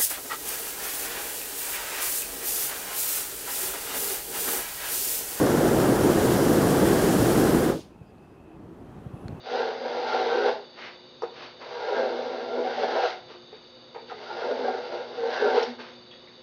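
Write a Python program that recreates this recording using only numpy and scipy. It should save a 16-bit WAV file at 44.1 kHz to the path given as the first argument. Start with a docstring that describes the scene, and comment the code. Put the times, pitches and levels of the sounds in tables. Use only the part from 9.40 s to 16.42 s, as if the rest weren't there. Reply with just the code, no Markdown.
"""A workshop: three long strokes of a hand plane along a board on trestles, a few metres away.
Fibres snap at the iron and ring the board while the shaving hisses; the iron snags and squeaks.
Between strokes the sole is drawn back and set down with a knock; after the last the board bounces.
Cluttered walls add a short tail. Room air, mains hum and a small machine's thin whirr lie beneath."""
import sys
import numpy as np
from scipy import signal
from scipy.fft import rfft, irfft, next_fast_len
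from scipy.io import wavfile
from scipy.ndimage import uniform_filter1d

SR = 44100
rng = np.random.default_rng(int(sys.argv[2]) if len(sys.argv) > 2 else 0)


def wav_out(sig):
    """Save sig, one row per channel (or a flat mono array), as 16-bit PCM at SR to the path in sys.argv[1]."""
    wavfile.write(sys.argv[1], SR, np.round(np.clip(np.atleast_2d(sig).T, -1, 1) * 32767).astype(np.int16))


N = 309582
T = np.arange(N) / SR
RING_T = T[:SR // 2]  # time axis of impulse responses, s

# board modes: f/Hz, half width/Hz, energy/dB
BOARD_MODES = [(244, 7, -15.5), (253, 20, -16.5), (328, 12, -21.6), (356, 9, -9.6), (386, 8, -18),
               (416, 7, -2.4), (466, 15, 0.3), (485, 9, -4.2), (526, 12, -3.6), (548, 10, -8.5),
               (590, 16, -8.5), (633, 8, -18), (661, 13, -7), (721, 9, -21), (753, 12, -5.2),
               (788, 21, -4.6), (836, 8, -9.8), (869, 14, -9), (912, 9, -15), (946, 13, -9.7),
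               (1023, 9, -14.8), (1094, 60, -20), (1144, 13, -20.5), (1292, 18, -18.8), (1382, 14, -12),
               (1444, 16, -12.4), (1530, 22, -15), (1558, 14, -14.2), (1605, 14, -16), (1690, 70, -20)]


def undb(db):
    """Decibels to gain."""
    return np.exp(np.asarray(db) * np.log(10) / 20)


def unit(x):
    """Scale to rms 1."""
    return x / np.sqrt(np.mean(x ** 2))


def noise():
    """White noise, rms 1."""
    return rng.standard_normal(N)


def walk(per_s):
    """Smooth random wander, rms 1."""
    steps = rng.standard_normal(size=8192)
    return unit(np.interp(T * per_s, np.arange(len(steps)), steps))


def held(start_s, end_s, fade_s):
    """Envelope: 1 from start to end, linear fades outside."""
    return np.interp(T, [start_s - fade_s, start_s, end_s, end_s + fade_s], [0, 1, 1, 0])


def swell(peak_s, rise_s, fall_s):
    """Lopsided Gaussian envelope, peak 1."""
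    width_s = np.where(T < peak_s, rise_s, fall_s)
    return np.exp(-np.minimum(((T - peak_s) / width_s) ** 2, 20))


def steady(x):
    """Hold the power near 1; only quick flutter remains."""
    power = uniform_filter1d(x ** 2, size=2400)
    return x / np.sqrt(uniform_filter1d(power, size=1200))


def add(out, start_s, sound, peak_db):
    """Mix in a sound at a time and peak level."""
    i = int(start_s * SR)
    out[i:i + len(sound)] += (undb(peak_db) * sound / np.abs(sound).max())[:N - i]


def butter(x, order, hz, kind="low"):
    """Butterworth filter."""
    return signal.sosfilt(signal.butter(order, hz, kind, fs=SR, output="sos"), x)


def colour(x, spectrum):
    """Shape by (f/Hz, level/dB) points; rms 1."""
    hz, db = np.transpose(spectrum)
    n = next_fast_len(N, real=True)
    bins_hz = np.maximum(np.arange(n // 2 + 1) * SR / n, 1)
    gain = undb(np.interp(np.log(bins_hz), np.log(hz), db))
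    return unit(irfft(rfft(x, n) * gain, n)[:N])


def ring(x, response):
    """Convolve with an impulse response."""
    return signal.fftconvolve(x, response)[:N]


def modes(rows):
    """Impulse response of damped modes: f/Hz, width/Hz, height/dB."""
    return sum(undb(db) * width_hz * np.exp(-np.pi * width_hz * RING_T) * np.sin(2 * np.pi * hz * RING_T)
               for hz, width_hz, db in rows)


def resonate(x, hz, half_width_hz):
    """One resonance applied twice for steep skirts; white noise keeps its power."""
    r = np.exp(-2 * np.pi * half_width_hz / SR)
    section = [1 - r, 0, r - 1, 1, -2 * r * np.cos(2 * np.pi * hz / SR), r * r]
    return signal.sosfilt([section, section], x + 1e-18) * np.sqrt(SR / np.pi / half_width_hz)


def radiate(x):
    """Small bodies give off little bass."""
    return butter(x, 3, hz=280, kind="high")


def detune(x, drift, per_s=11):
    """The shifting load of plane and hands bends pitch by about the fraction drift."""
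    if drift == 0:
        return x
    shift_s = drift / per_s / np.sqrt(3) * walk(per_s)
    return np.interp(T + shift_s, T, x)


def sway(force, rows, drift=0):
    """Modes rung at steady total power; each swells and fades as the plane passes its nodes."""
    signs = np.sign(noise())
    swing = 0
    for k, (hz, half_width_hz, db) in enumerate(rows):
        share = undb(db + 3.2 * walk(per_s=14))
        mode = resonate(force * np.roll(signs, k), hz, half_width_hz)  # own sign for each snap
        swing += share * detune(mode, drift)
    return steady(swing)


def fractures(per_s, spread_db):
    """Dense snaps of wood fibres, mostly small, a few large."""
    size = undb(spread_db * np.minimum(rng.exponential(size=N), 5))
    occurs = rng.random(N) < per_s / SR
    return unit(occurs * size * np.sign(noise()))


def thump(bright_hz, pitch, damping):
    """The plane jolted: a softer contact rings it more dully, a firmer grip more briefly."""
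    # plane resting on wood: f/Hz, width/Hz, height/dB
    plane_modes = [(454, 34.5, 4), (606, 40, -6.5), (815, 72, 0), (922.5, 34, 1), (1252, 47, -3),
                   (1852, 86, -16.5)]
    contact_s = 2.7 / bright_hz
    onset = (1 - np.exp(-RING_T / contact_s)) ** 2
    body = modes([(hz * pitch, width_hz * damping, db) for hz, width_hz, db in plane_modes])
    return radiate(butter(body * onset, 2, min(bright_hz, SR / 4)))


def background(mains_hz=60, waver_hz=4.5):
    """Room air, mains hum, and a small machine's narrow-band whirr and wavering whine."""
    # air spectrum: f/Hz, relative density/dB
    air_spectrum = [(20, -21), (45, -5), (70, -5), (130, 5), (200, 3.5), (470, 6.5), (750, 2), (1300, -1.5),
                    (1800, -5), (3300, -7.5), (4100, -10), (4800, -11), (5400, -18.5), (6600, -32)]
    # mains harmonics: multiple, rms/dB
    harmonics = [(2, -72.5), (4, -62.5), (6, -58.5)]
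    # machine resonances: f/Hz, half width/Hz, rms/dB
    whirr_bands = [(513, 18, -58.5), (2930, 60, -68), (3538, 67, -63.5), (3723, 120, -59),
                   (4000, 55, -66.5), (4584, 120, -60.5), (4500, 170, -64.5), (5220, 90, -76.5),
                   (6050, 70, -83), (6430, 59, -77)]
    # machine whistles: f/Hz, rms/dB
    whine_tones = [(3494, -68), (3758, -66), (4592, -67.5)]
    air = undb(-54.5) * colour(noise(), air_spectrum)
    hum = whirr = whine = 0
    for multiple, db in harmonics:
        gain = undb(db + 1.4 * walk(per_s=1.4))
        hum += gain * unit(np.sin(2 * np.pi * (multiple * mains_hz * T + rng.random())))
    stir = noise()
    for k, (hz, half_width_hz, db) in enumerate(whirr_bands):
        whirr += undb(db) * resonate(np.roll(stir, k * SR // 2), hz, half_width_hz)
    for hz, db in whine_tones:
        cycles = np.cumsum(hz + waver_hz * walk(per_s=45)) / SR
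        whine += undb(db) * unit(np.sin(2 * np.pi * cycles))
    return air + hum + whirr + whine


def ticks():
    """Tool and breaking shaving click: a brief scratch through one resonance."""
    # clicks: t/s, peak/dB, f/Hz, half width/Hz, scratch decay/s
    clicks = [(1.821, -44, 5450, 300, .005), (1.826, -43, 3900, 1100, .009), (2.22, -37, 2000, 280, .019),
              (6.222, -30.5, 2960, 900, 0.027), (6.229, -33, 4400, 350, .008),
              (6.227, -34, 5380, 250, .008), (6.71, -44, 3370, 40, .03), (6.711, -44, 2800, 350, .025),
              (6.722, -52, 1880, 150, .04), (6.874, -44.5, 2010, 300, 0.035)]
    out = np.zeros(N)
    for s, db, hz, half_width_hz, decay_s in clicks:
        scratch = rng.standard_normal(len(RING_T)) * np.exp(-RING_T / decay_s)
        add(out, s, resonate(scratch, hz, half_width_hz), db)
    return out


def sliding():
    """The sole rubs without cutting; dragged over the board's end, it makes one mode groan."""
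    # passes: t of top speed/s, relative level/dB, rise/s, fall/s
    passes = [(1.385, -55, 0.013, 0.019), (1.445, -47, 0.065, 0.084), (2.025, -47, 0.078, 0.078),
              (2.228, -52, 0.029, 0.07), (3.915, -52.5, 0.032, 0.05), (4.712, -50.5, 0.042, 0.028),
              (6.405, -47.5, 0.016, 0.037), (6.46, -53, 0.028, 0.092)]
    # groans: start/s, end/s, level/dB, f/Hz
    drags = [(4.622, 4.727, -48.5, 459), (4.743, 4.904, -45.5, 417)]
    # rubbing spectrum: f/Hz, relative density/dB
    sole_spectrum = [(100, -42.5), (250, -6), (450, -1), (1300, -1.5), (2000, -5.5), (3000, -6), (4300, -9),
                     (5200, -15.5), (6300, -25.5), (7300, -54)]
    rub = fractures(per_s=9000, spread_db=1.2)
    speed = sum(undb(db) * swell(s, rise_s, fall_s) for s, db, rise_s, fall_s in passes)
    groan = sum(undb(db) * held(start_s, end_s, fade_s=0.039) * sway(rub, [(hz, 13, 0)])
                for start_s, end_s, db, hz in drags)
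    swish = colour(rub * undb(0.62 * walk(per_s=69)), sole_spectrum)
    return undb(5.0) * speed * swish + groan


def rebounds(hz=243, swell_s=0.036):
    """The board bounces on its trestle, low and hollow, as the plane lifts."""
    # bounces: t/s, peak/dB
    bounces = [(6.265, -36), (6.356, -41), (6.414, -47)]
    out = np.zeros(N)
    boom = np.sin(2 * np.pi * hz * RING_T) * RING_T * np.exp(-(RING_T / swell_s) ** 2 / 2)
    for s, db in bounces:
        add(out, s, boom, db)
    return out


def knocks(crack_decay_s=0.038, force_decay_s=0.03):
    """The plane, set down or bumped, thumps, scuffs the wood and rings the board."""
    # contacts: t/s, thump peak/dB, brightness/Hz, crack re thump/dB, board peak/dB,
    # pitch ratio, damping ratio
    contacts = [(1.82, -21.5, 3500, -24, -39, 1, 1.4), (1.829, -17.5, 577, -38, -28, 1.02, 1.4),
                (1.834, -26, 2400, -19, -31.5, 1.05, 1.4), (2.212, -34.5, 3000, -14, -53, 1.18, 0.92),
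                (2.229, -29.5, 1100, -17, -49, 1.04, 1.3), (3.898, -37.5, 420, -21, -50, 0.98, .8),
                (3.94, -38, 500, -21, -55, 0.78, 0.54), (4.123, -35, 332, -11, -49, 0.95, 1.1),
                (4.546, -33, 2600, -6.5, -37, 1.02, 0.91), (4.556, -27, 756, -23, -38.5, 1.0, 0.59),
                (4.574, -35.5, 900, -21.5, -45, 1.02, 0.49), (4.716, -30, 1500, -18.5, -48, 1.03, 2),
                (6.389, -31, 1500, -10, -36.5, 0.94, 1)]
    # mode weighting for a blow on the board's edge: f/Hz, gain/dB
    edge_gains = [(240, -2), (360, -12), (470, -8.5), (600, -3.5), (780, 4.5), (940, 7), (1250, 9),
                  (1450, -4), (1700, -1.5)]
    edge_hz, edge_db = np.transpose(edge_gains)
    board = modes([(hz, 2 * half_width_hz,
                    db + np.interp(hz, edge_hz, edge_db) - 10 * np.log10(half_width_hz))
                   for hz, half_width_hz, db in BOARD_MODES])
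    out = np.zeros(N)
    for s, db, bright_hz, crack_db, board_db, pitch, damping in contacts:
        add(out, s, thump(bright_hz, pitch, damping), db)
        onset = 1 - np.exp(-RING_T * bright_hz / 4)
        crack = rng.standard_normal(len(RING_T)) * np.exp(-RING_T / crack_decay_s) * onset
        add(out, s, butter(crack, 3, hz=[600, 2600], kind="band"), db + crack_db)
        force = crack * np.exp(-RING_T / force_decay_s)
        add(out, s, radiate(ring(force, board)), board_db)
    return out


def snags():
    """The iron catches in the grain and jolts the plane."""
    # catches: t/s, peak/dB, pitch ratio
    catches = [(0.199, -22, 1.14), (0.452, -25.5, 1.07), (0.575, -23.5, 1.07), (0.742, -22, 1.08),
               (0.79, -23, .93), (0.86, -20, 1.03), (0.953, -20.5, 0.86), (1.055, -16.5, 1.07),
               (1.085, -19, 1.17), (2.482, -24, 1.1), (2.588, -21, 1.09), (2.635, -22, 0.85),
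               (2.822, -25, 0.97), (2.891, -32, 1.07), (3.185, -18.5, 1.04), (3.428, -24.5, .96),
               (3.567, -16, 1.063), (5.04, -25.5, .92), (5.106, -23, 0.94), (5.224, -24.5, .95),
               (5.277, -26, 0.87), (5.528, -31.5, 1.05), (5.83, -25.5, 1.1), (6.018, -17, 1),
               (6.161, -16.5, 1.06), (6.175, -10.5, 1)]
    out = np.zeros(N)
    for s, db, pitch in catches:
        add(out, s, thump(bright_hz=490, pitch=pitch, damping=1.68), db)
    return out


def squeaks():
    """The iron's chatter narrows to one resonance: broad ones rasp, narrow ones whistle."""
    # chatter bursts: centre t/s, level/dB, half length/s, f/Hz, half width/Hz
    bursts = [(0.223, -42.5, 0.12, 1430, 85), (0.4, -58.5, 0.33, 4880, 12), (0.35, -71, 0.3, 6160, 19),
              (0.58, -43, 0.1, 1378, 12), (0.677, -33.5, 0.03, 861, 19), (0.728, -34, 0.035, 1385, 20),
              (0.758, -33.5, 0.026, 770, 30), (1.04, -34.5, 0.035, 1443, 56), (1.096, -27, 0.016, 780, 79),
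              (1.444, -44, 0.063, 1930, 440), (2.56, -43, 0.12, 1385, 35), (2.982, -50, 0.22, 1390, 20),
              (3.275, -32, 0.041, 756, 14), (3.642, -26, 0.037, 756, 29), (4.71, -41.5, 0.014, 1445, 140),
              (4.721, -34.5, 0.01, 794, 57), (4.915, -37.5, 0.023, 860, 83), (4.907, -40, 0.037, 1405, 42),
              (5.03, -40.5, 0.018, 1390, 50), (5.287, -28, 0.016, 773, 37), (5.55, -49.5, .09, 1377, 28),
              (5.973, -36, 0.07, 1614, 140), (6.097, -33, 0.016, 1560, 66), (6.402, -48, 0.016, 1560, 300)]
    out, chatter = np.zeros(N), noise()
    for s, db, half_s, hz, half_width_hz in bursts:
        near = np.abs(T - s) < 0.1 + 3 * half_s
        envelope = undb(db) * np.exp(-((T[near] - s) / half_s) ** 2)
        out[near] += envelope * steady(resonate(chatter[near], hz, half_width_hz))
    return out


def cutting(usual_push_db=-33.5, usual_hiss_db=-41.5, drift=0.006):
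    """The iron sticks and slips; fibres snap in bunches, driving board, shaving and iron."""
    # one curve per stroke: t/s, relative push on the board/dB, relative shaving hiss/dB
    strokes = [
        [(0.02, -69, -63), (0.062, -44, -47), (0.124, -30.5, -40.5), (0.2, -26, -39), (0.39, -39, -48),
         (0.46, -29.5, -45), (0.486, -33.5, -43), (0.654, -31.5, -41.5), (0.7, -39.5, -37.5),
         (0.736, -27, -37.5), (0.79, -25.5, -37), (0.84, -30.5, -39), (0.96, -23, -38), (1.002, -26, -40.5),
         (1.088, -23, -36), (1.19, -47, -55.5), (1.2, -50, -56.5)],
        [(2.22, -49, -57), (2.328, -39, -46.5), (2.59, -23, -40.5), (2.722, -30.5, -45.5), (3.09, -34, -47.5),
         (3.186, -25, -47), (3.348, -38, -41), (3.434, -22.5, -38.5), (3.47, -32.5, -40.5), (3.584, -26, -38.5),
         (3.614, -34, -36.5), (3.65, -23.5, -36.5), (3.706, -55, -37.5), (3.79, -52, -57.5)],
        [(4.78, -57, -51), (4.99, -36, -44.5), (5.025, -32.5, -43), (5.116, -26.5, -45.5),
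         (5.146, -35.5, -46.5), (5.236, -27.5, -44), (5.486, -39, -49), (5.534, -32, -45.5),
         (5.696, -42.5, -53), (5.862, -24, -45), (5.956, -40.5, -39), (6.044, -20, -41), (6.148, -24, -38),
         (6.176, -26, -34.5), (6.31, -61, -48.5)],
    ]
    # weight flexes the board's lowest modes: start/s, end/s, relative level/dB
    flexes = [(0.112, 1.128, -47.5), (2.586, 3.542, -45), (5.09, 5.333, -44.5), (5.41, 5.958, -50),
              (6.047, 6.255, -44)]
    # shaving spectrum: f/Hz, relative density/dB
    shaving_spectrum = [(150, -31.5), (330, -29.5), (600, 13.5), (1100, 1.5), (1800, 1.5), (2150, -1),
                        (2500, -5), (3200, -2), (3800, 0), (4700, -3.5), (5300, -9.5), (6200, -16.5),
                        (6800, -30.5), (7400, -30.5)]
    # thin ring of iron and shaving: f/Hz, half width/Hz, energy/dB
    iron_modes = [(2098, 120, 0.5), (2164, 22, -9.5), (2740, 160, -1.5), (3464, 43, -7.5), (4856, 67, -6.5)]
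    snaps = fractures(per_s=5000, spread_db=2.5)
    chatter = walk(per_s=210) + 0.51 * walk(per_s=50)
    force = snaps * undb(2.1 * chatter)

    times_s, pushes_db, hisses_db = np.concatenate(strokes).T
    push_db, hiss_db = np.interp(T, times_s, pushes_db), np.interp(T, times_s, hisses_db)
    harder_db, faster_db = push_db - usual_push_db, hiss_db - usual_hiss_db
    in_wood = sum(held(stroke[0][0], stroke[-1][0], fade_s=0.069) for stroke in strokes)
    push, hiss = in_wood * undb(push_db), in_wood * undb(hiss_db)
    # a harder, faster cut brings out the upper modes
    bite = in_wood * undb(-35 + 0.36 * harder_db + 0.96 * faster_db)
    weight = sum(undb(db) * held(start_s, end_s, fade_s=0.07) for start_s, end_s, db in flexes)
    flex = weight * undb(0.42 * harder_db)

    bands = [(flex, 0, 300, 0), (push, 300, 700, drift), (bite, 700, 2000, drift / 3)]
    board = 0
    for envelope, low_hz, high_hz, band_drift in bands:
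        band_modes = [mode for mode in BOARD_MODES if low_hz <= mode[0] < high_hz]
        board += envelope * sway(force, band_modes, band_drift)
    shaving = hiss * colour(snaps * undb(0.17 * chatter), shaving_spectrum)
    iron = hiss * sway(snaps, iron_modes)
    return undb(-0.8) * board + undb(4.0) * shaving + undb(-7.0) * iron


def workshop(x, wet_db, t60_s, treble_t60_s, patterns):
    """Cluttered walls return a diffuse tail, treble dying first; echoes shift as the plane moves."""
    echoes, wet = 0, undb(wet_db)
    for k in range(patterns):
        wash = rng.standard_normal(len(RING_T)) * (RING_T > 0.006)
        low = butter(wash, 1, hz=1800)
        tail = low * 1000 ** (-RING_T / t60_s) + (wash - low) * 1000 ** (-RING_T / treble_t60_s)
        offset = (4 * T - k + 1) % patterns - 1  # 4 crossfades per second
        share = np.cos(np.pi / 2 * np.clip(offset, -1, 1))
        echoes += ring(x * share, tail / np.linalg.norm(tail))
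    return (x + wet * echoes) / np.hypot(1, wet)


def scene():
    """Planing in the room over the background; mono."""
    work = cutting() + squeaks() + snags() + knocks() + rebounds() + sliding() + ticks()
    in_room = workshop(work, wet_db=-7.5, t60_s=0.37, treble_t60_s=0.27, patterns=4)
    return (in_room + background())[None]


def record(dry):
    """Steep treble cut."""
    top_hz = 6950
    return signal.sosfilt(signal.cheby1(12, 0.3, top_hz, fs=SR, output="sos"), dry)


dry = scene()
out = record(dry)
wav_out(out)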